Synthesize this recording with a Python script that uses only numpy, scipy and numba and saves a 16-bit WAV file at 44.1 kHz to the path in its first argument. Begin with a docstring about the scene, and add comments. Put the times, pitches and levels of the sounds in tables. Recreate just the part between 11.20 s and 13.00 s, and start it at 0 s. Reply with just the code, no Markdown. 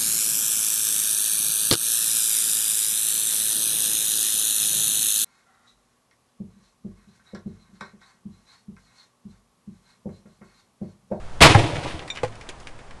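"""A heavy monitor lands on a rubbish heap, heard from a window above: shards and splinters burst out as
thousands of short damped sines and overload the small microphone. A hollow casing booms and boards knock
as ringing modes; debris slides and settles in clusters of ticks; one glass piece clinks and bounces.
Light wind rumbles on the microphone over a quiet outdoor hiss, both shaped noise; a short echo follows."""
import sys
import numpy as np
from scipy import signal
from scipy.fft import rfft, irfft
from scipy.io import wavfile
from numba import njit

SR = 44100
rng = np.random.default_rng(int(sys.argv[2]) if len(sys.argv) > 2 else 0)


def elevation(decibels):
    """Turn decibel levels (scalar or array-like) into linear amplitude ratios."""
    levels = np.asarray(decibels, float)
    return 10 ** (levels / 20)


def int16_out(signal):
    """Quantize to a 16-bit WAV file."""
    q = np.round(np.clip(np.atleast_2d(signal).T, -1, 1) * 32767)
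    wavfile.write(sys.argv[1], SR, q.astype(np.int16))


N = 79380  # samples, 1.8 s

# outdoor hiss spectrum: freq_hz, relative_level_db (per Hz)
HISS_COLOUR = [(88, -1), (150, -2.5), (275, -8), (810, -7), (1720, -14.5), (2100, -18), (4710, -25),
               (9810, -30.5), (12000, -45), (15600, -80), (22000, -120)]
# hiss level over time: time_s, relative_level_db
HISS_SWELL = [(0, 3), (.2, 4.5), (.9, 3.5), (1.15, 2.5), (1.3, 2.5), (1.8, -0.5)]
# wind level over time: time_s, relative_level_db
WIND_LEVEL = [(0.0, -36.5), (0.11, -36.5), (0.29, -30.5), (0.53, -47), (0.65, -41.5), (0.762, -45.5),
              (0.962, -49), (1.554, -47.5), (1.8, -43.5)]
# wind rumble spectrum: freq_hz, relative_level_db
WIND_COLOUR = [(8, 14), (25, -4), (60, -6), (150, -12.5), (400, -55), (20000, -76)]
HISS_DB, WIND_DB = -47.5, 4.5

# force of the landing and the slide after it: time_s, shards_db, splinters_db
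SLIDE_FORCE = [(0.206, -8.5, -11), (0.212, -14.5, -9), (0.222, -2, -15.5), (0.252, -8.5, -13),
               (0.288, -13.5, -13.5), (0.312, -9, -11), (0.34, -18, -37), (0.35, -14.5, -5),
               (0.372, -21.5, -30), (0.394, -17.5, -16.5), (0.406, -21.5, -21), (0.544, -32, -28),
               (0.558, -26, -23.5), (0.608, -34.5, -31.5), (0.648, -26.5, -34), (0.656, -35.5, -20.5),
               (0.68, -28, -35), (0.87, -49.5, -39.5)]
# spectrum of the shards: freq_hz, relative_level_db
SHARD_COLOUR = [(590, -29), (1000, 4.5), (1200, -8), (1360, -5.5), (1550, -18), (2020, -2), (3550, -6.5),
                (7720, -23), (9470, -16), (11500, -40), (15000, -69), (22000, -120)]
# spectrum of the board splinters: freq_hz, relative_level_db
SPLINTER_COLOUR = [(79, -30), (135, 5.5), (247, -25), (314, -2), (438, -14), (482, -5), (697, -8.5),
                   (809, -10), (1100, -12.5), (1430, -43), (2420, -120)]
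# the first blow is stronger than the microphone can carry
OVERLOAD_DB, OVERLOAD_FROM_S, OVERLOAD_END_S, OVERLOAD_FADE_S = 7.5, 0.2115, 0.286, 0.017
SCATTER_DB = 1.0  # mean excess of a piece's level

# booms of the hollow casing: start_s, level_db, pitch_hz, t60_s
CASING_BOOMS = [(.219, -5.5, 67, 0.11), (.302, -11, 108, .15), (.3515, -3, 104.9, 0.25),
                (.436, -18, 113, 0.14), (.528, -24, 102, 0.31), (.583, -21, 103, 0.084),
                (.64, -30.5, 126, 0.09), (.742, -31, 86, 0.23), (1.034, -26.5, 110.3, 0.24),
                (1.09, -35.5, 110, 0.21)]
# modes of the casing: freq_ratio, relative_level_db
CASING_MODES = [(1.001, 2), (1.199, -13)]
# knocks on boards: start_s, level_db, lowest_mode_hz, t60_s
BOARD_KNOCKS = [(0.31, -13, 329.5, 0.098), (.347, -8.5, 815, 0.081), (.375, -15, 333.3, 0.15),
                (0.449, -26, 331.4, 0.2), (.651, -28.5, 323, 0.13), (0.741, -35, 325, 0.13),
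                (1.0334, -12.5, 504, 0.057), (1.0343, -20, 695, 0.035), (1.288, -37, 367, 0.077)]
# modes of a board: freq_ratio, relative_level_db, t60_share
BOARD_MODES = [(1, 2.5, 0.86), (1.3, -4, 0.79), (1.63, -5.5, 0.95), (2.05, -12, 0.99), (2.5, -17, 0.27)]
CASING_PUSH_T60_S, BOARD_PUSH_T60_S, GLASS_PUSH_T60_S = 0.013, 0.0056, 0.0048

# single pieces of debris that drop: start_s, relative_level_db, pitch_hz, t60_s, treble_fall_db_per_oct
DEBRIS_DROPS = [(0.348, -3, 2080, 0.09, 22), (0.557, -18, 2170, 0.09, 30), (0.7048, -23, 1870, 0.095, 20),
                (0.7925, -22.5, 2870, 0.095, 12), (0.822, -29, 2210, 0.073, 8),
                (0.8773, -26, 2030, 0.12, 1), (0.9012, -22.5, 2336, 0.086, 8), (0.9519, -28, 2270, 0.12, 1),
                (0.9605, -24.5, 2570, 0.1, 5), (0.9726, -18, 2200, 0.083, 7), (0.9865, -29, 2180, 0.09, 9),
                (1.0328, -19.5, 2204, 0.09, 1.5), (1.0478, -25, 2150, 0.09, 1),
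                (1.0798, -36, 2370, 0.09, 1), (1.1237, -34, 2090, 0.086, 4),
                (1.1544, -36.5, 2450, 0.082, 0), (1.2112, -29.5, 2250, 0.1, 2.5),
                (1.2685, -31.5, 2430, 0.096, 21), (1.29, -20, 2560, 0.08, 1.5),
                (1.4001, -36, 2010, 0.11, -1.5), (1.4284, -44, 3070, 0.09, -1),
                (1.4707, -25, 2350, 0.081, 2), (1.4872, -37, 2680, 0.084, 2),
                (1.5895, -33.5, 2300, 0.083, 4), (1.6121, -43, 2070, 0.074, 8),
                (1.709, -31.5, 2060, 0.081, 4)]
DEBRIS_DB, DEBRIS_BASS_FALL_DB_PER_OCT, DEBRIS_PITCH_BOOST_DB = -9.5, 15.5, 5.5

# bounces of the glass piece: start_s, level_db
GLASS_BOUNCES = [(.9012, -22), (.9085, -37.5), (.918, -47)]
# modes of the glass piece: freq_hz, relative_level_db, t60_s
GLASS_MODES = [(2363, -6, .05), (2562, -20, .08), (3623, 0, .075), (3898, -8, .053), (5739, -14, .09),
               (7063, -16, .1), (7640, -23, .07), (9500, -24, .04)]

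ECHO_DB, ECHO_T60_S, ECHO_DELAY_S = -16, 0.15, 0.006
TOP_HZ, CLIP = 12320, 0.72  # microphone limits


@njit
def grains(start, hz, t60, size):
    """Sum of damped sines, each a rotating, shrinking complex number cut off at its t60."""
    out = np.zeros(N)
    for j in range(len(start)):
        turn = np.exp(2j * np.pi * hz[j] / SR - np.log(1000) / (t60[j] * SR))
        z = size[j] + 0j
        for i in range(start[j], min(N, start[j] + int(t60[j] * SR))):
            out[i] += z.imag
            z *= turn
    return out


def ring(start_s, hz, t60_s, db, sign=1.0):
    """Damped sines from broadcast times, pitches, decays and levels."""
    gain = sign * elevation(np.asarray(db))
    start_s, hz, t60_s, gain = (np.ravel(v) * 1.0 for v in np.broadcast_arrays(start_s, hz, t60_s, gain))
    return grains((start_s * SR).astype(np.int64), np.clip(hz, 20, 0.45 * SR), t60_s, gain)


def at(table, x, col, log=False):
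    """Table column at x by straight lines, over log x if asked."""
    a = np.array(table, float)
    if log:
        return np.interp(np.log(x), np.log(a[:, 0]), a[:, col])
    return np.interp(x, a[:, 0], a[:, col])


def coloured(colour):
    """Noise of rms 1 with the spectrum of a freq_hz, level_db table."""
    hz = np.arange(N // 2 + 1) * SR / N + 1  # +1 avoids log(0)
    noise = irfft(rfft(rng.standard_normal(N)) * elevation(at(colour, hz, 1, True)), N)
    return noise / np.std(noise)


def air():
    """Outdoor hiss, and wind rumble on the microphone: shaped noises of slowly varying level."""
    t = np.arange(N) / SR
    hiss = elevation(HISS_DB + at(HISS_SWELL, t, 1)) * coloured(HISS_COLOUR)
    rumble = elevation(WIND_DB + at(WIND_LEVEL, t, 1)) * coloured(WIND_COLOUR)
    return hiss + rumble


def rubble(colour, force_col, cycles, gain_db, count):
    """Many small pieces strike each other, each ringing for a few cycles, as hard as the slide is."""
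    u = rng.random((count, 4)).T
    hz_lo, hz_hi = colour[1][0], colour[-3][0]
    first_s, last_s = SLIDE_FORCE[0][0], SLIDE_FORCE[-1][0]
    start_s = first_s + u[0] * (last_s - first_s)
    hz = hz_lo * (hz_hi / hz_lo) ** u[1]
    fade = np.clip((OVERLOAD_END_S - start_s) / OVERLOAD_FADE_S, 0, 1)
    force_db = at(SLIDE_FORCE, start_s, force_col) + OVERLOAD_DB * (start_s > OVERLOAD_FROM_S) * fade
    # 20 log10: high pieces ring shorter and lie sparser per Hz
    colour_db = at(colour, hz, 1, True) + 20 * np.log10(hz / hz_lo)
    scatter_db = -SCATTER_DB * np.log(1 - u[2])
    return ring(start_s, hz, cycles / hz, force_db + colour_db + scatter_db + gain_db, np.sign(u[3] - 0.5))


def casing_booms():
    """The hollow casing rings its modes; a soft push, an opposed short ring, makes each boom swell."""
    start_s, level_db, pitch_hz, t60_s = np.array(CASING_BOOMS, float).T
    out = 0
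    for ratio, mode_db in CASING_MODES:
        hz, db = ratio * pitch_hz, level_db + mode_db
        out = out + ring(start_s, hz, t60_s, db, -0.99) + ring(start_s, hz, CASING_PUSH_T60_S, db)
    return out


def board_knocks():
    """Each knock rings all board modes, its onset softened by an opposed short ring."""
    knocks, modes = np.array(BOARD_KNOCKS, float), np.array(BOARD_MODES, float)
    start_s = knocks[:, :1]
    db = knocks[:, 1:2] + modes[:, 1]
    hz = knocks[:, 2:3] * modes[:, 0]
    t60_s = knocks[:, 3:] * modes[:, 2]
    return ring(start_s, hz, t60_s, db, -1.0) + ring(start_s, hz, BOARD_PUSH_T60_S, db)


def debris():
    """Each piece rattles in a quick cluster of ticks, boosted around its own pitch."""
    out = 0
    for start_s, level_db, pitch_hz, t60_s, fall_db in DEBRIS_DROPS:
        u = rng.random((260, 3)).T
        late_s = u[0] ** 1.5 * t60_s * 0.93
        hz = 800 * (10500 / 800) ** u[2]
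        octs = np.log2(hz / pitch_hz)
        colour_db = np.where(octs > 0, -fall_db * octs, DEBRIS_BASS_FALL_DB_PER_OCT * octs)
        colour_db = colour_db + DEBRIS_PITCH_BOOST_DB * (abs(octs) < 0.12)
        db = level_db + DEBRIS_DB + colour_db - 60 * late_s / t60_s
        out = out + ring(start_s + late_s, hz, 14 / hz, db, np.sign(u[1] - 0.5))
    return out


def glass_clinks():
    """A glass piece bounces, ringing its modes with onsets softened by an opposed short ring."""
    hz, mode_db, t60_s = np.array(GLASS_MODES, float).T
    out = 0
    for start_s, level_db in GLASS_BOUNCES:
        db = level_db + mode_db
        out = out + ring(start_s, hz, t60_s, db) - ring(start_s, hz, GLASS_PUSH_T60_S, db)
    return out


def echo(dry):
    """The heap and the house front answer with a dulled, decaying noise tail."""
    t = np.arange(SR) / SR
    noise = signal.lfilter([0.4], [1, -0.6], rng.standard_normal(SR))
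    tail = noise * elevation(-60 * t / ECHO_T60_S) * (t > ECHO_DELAY_S)
    tail = tail / np.sqrt(np.sum(tail ** 2))
    return elevation(ECHO_DB) * signal.fftconvolve(dry, tail)[:N]


def scene():
    """Landing, slide and single pieces, with their echo, over the outdoor air."""
    shards = rubble(SHARD_COLOUR, 1, cycles=9, gain_db=-13.5, count=16000)
    splinters = rubble(SPLINTER_COLOUR, 2, cycles=12.4, gain_db=-13, count=1800)
    heap = shards + splinters + casing_booms() + board_knocks() + debris() + glass_clinks()
    return (heap + echo(heap) + air())[None]


def band_limit(x):
    """A steep low-pass at the top of the band."""
    return signal.sosfilt(signal.butter(12, 16490, fs=SR, output="sos"), x)


def record(dry):
    """The small recorder cuts the top, clips the loudest part and dulls the clipping's fizz."""
    low_pass = signal.cheby2(6, 32, TOP_HZ, fs=SR, output="sos")
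    clipped = np.clip(signal.sosfilt(low_pass, dry), -CLIP, CLIP)
    hz = np.arange(N // 2 + 1) * SR / N
    shelf_db = -9 / (1 + np.exp((12300 - hz) / 300))
    mix = irfft(rfft(clipped) * elevation(shelf_db), N)
    return band_limit(mix)


dry = scene()
out = record(dry)
int16_out(out)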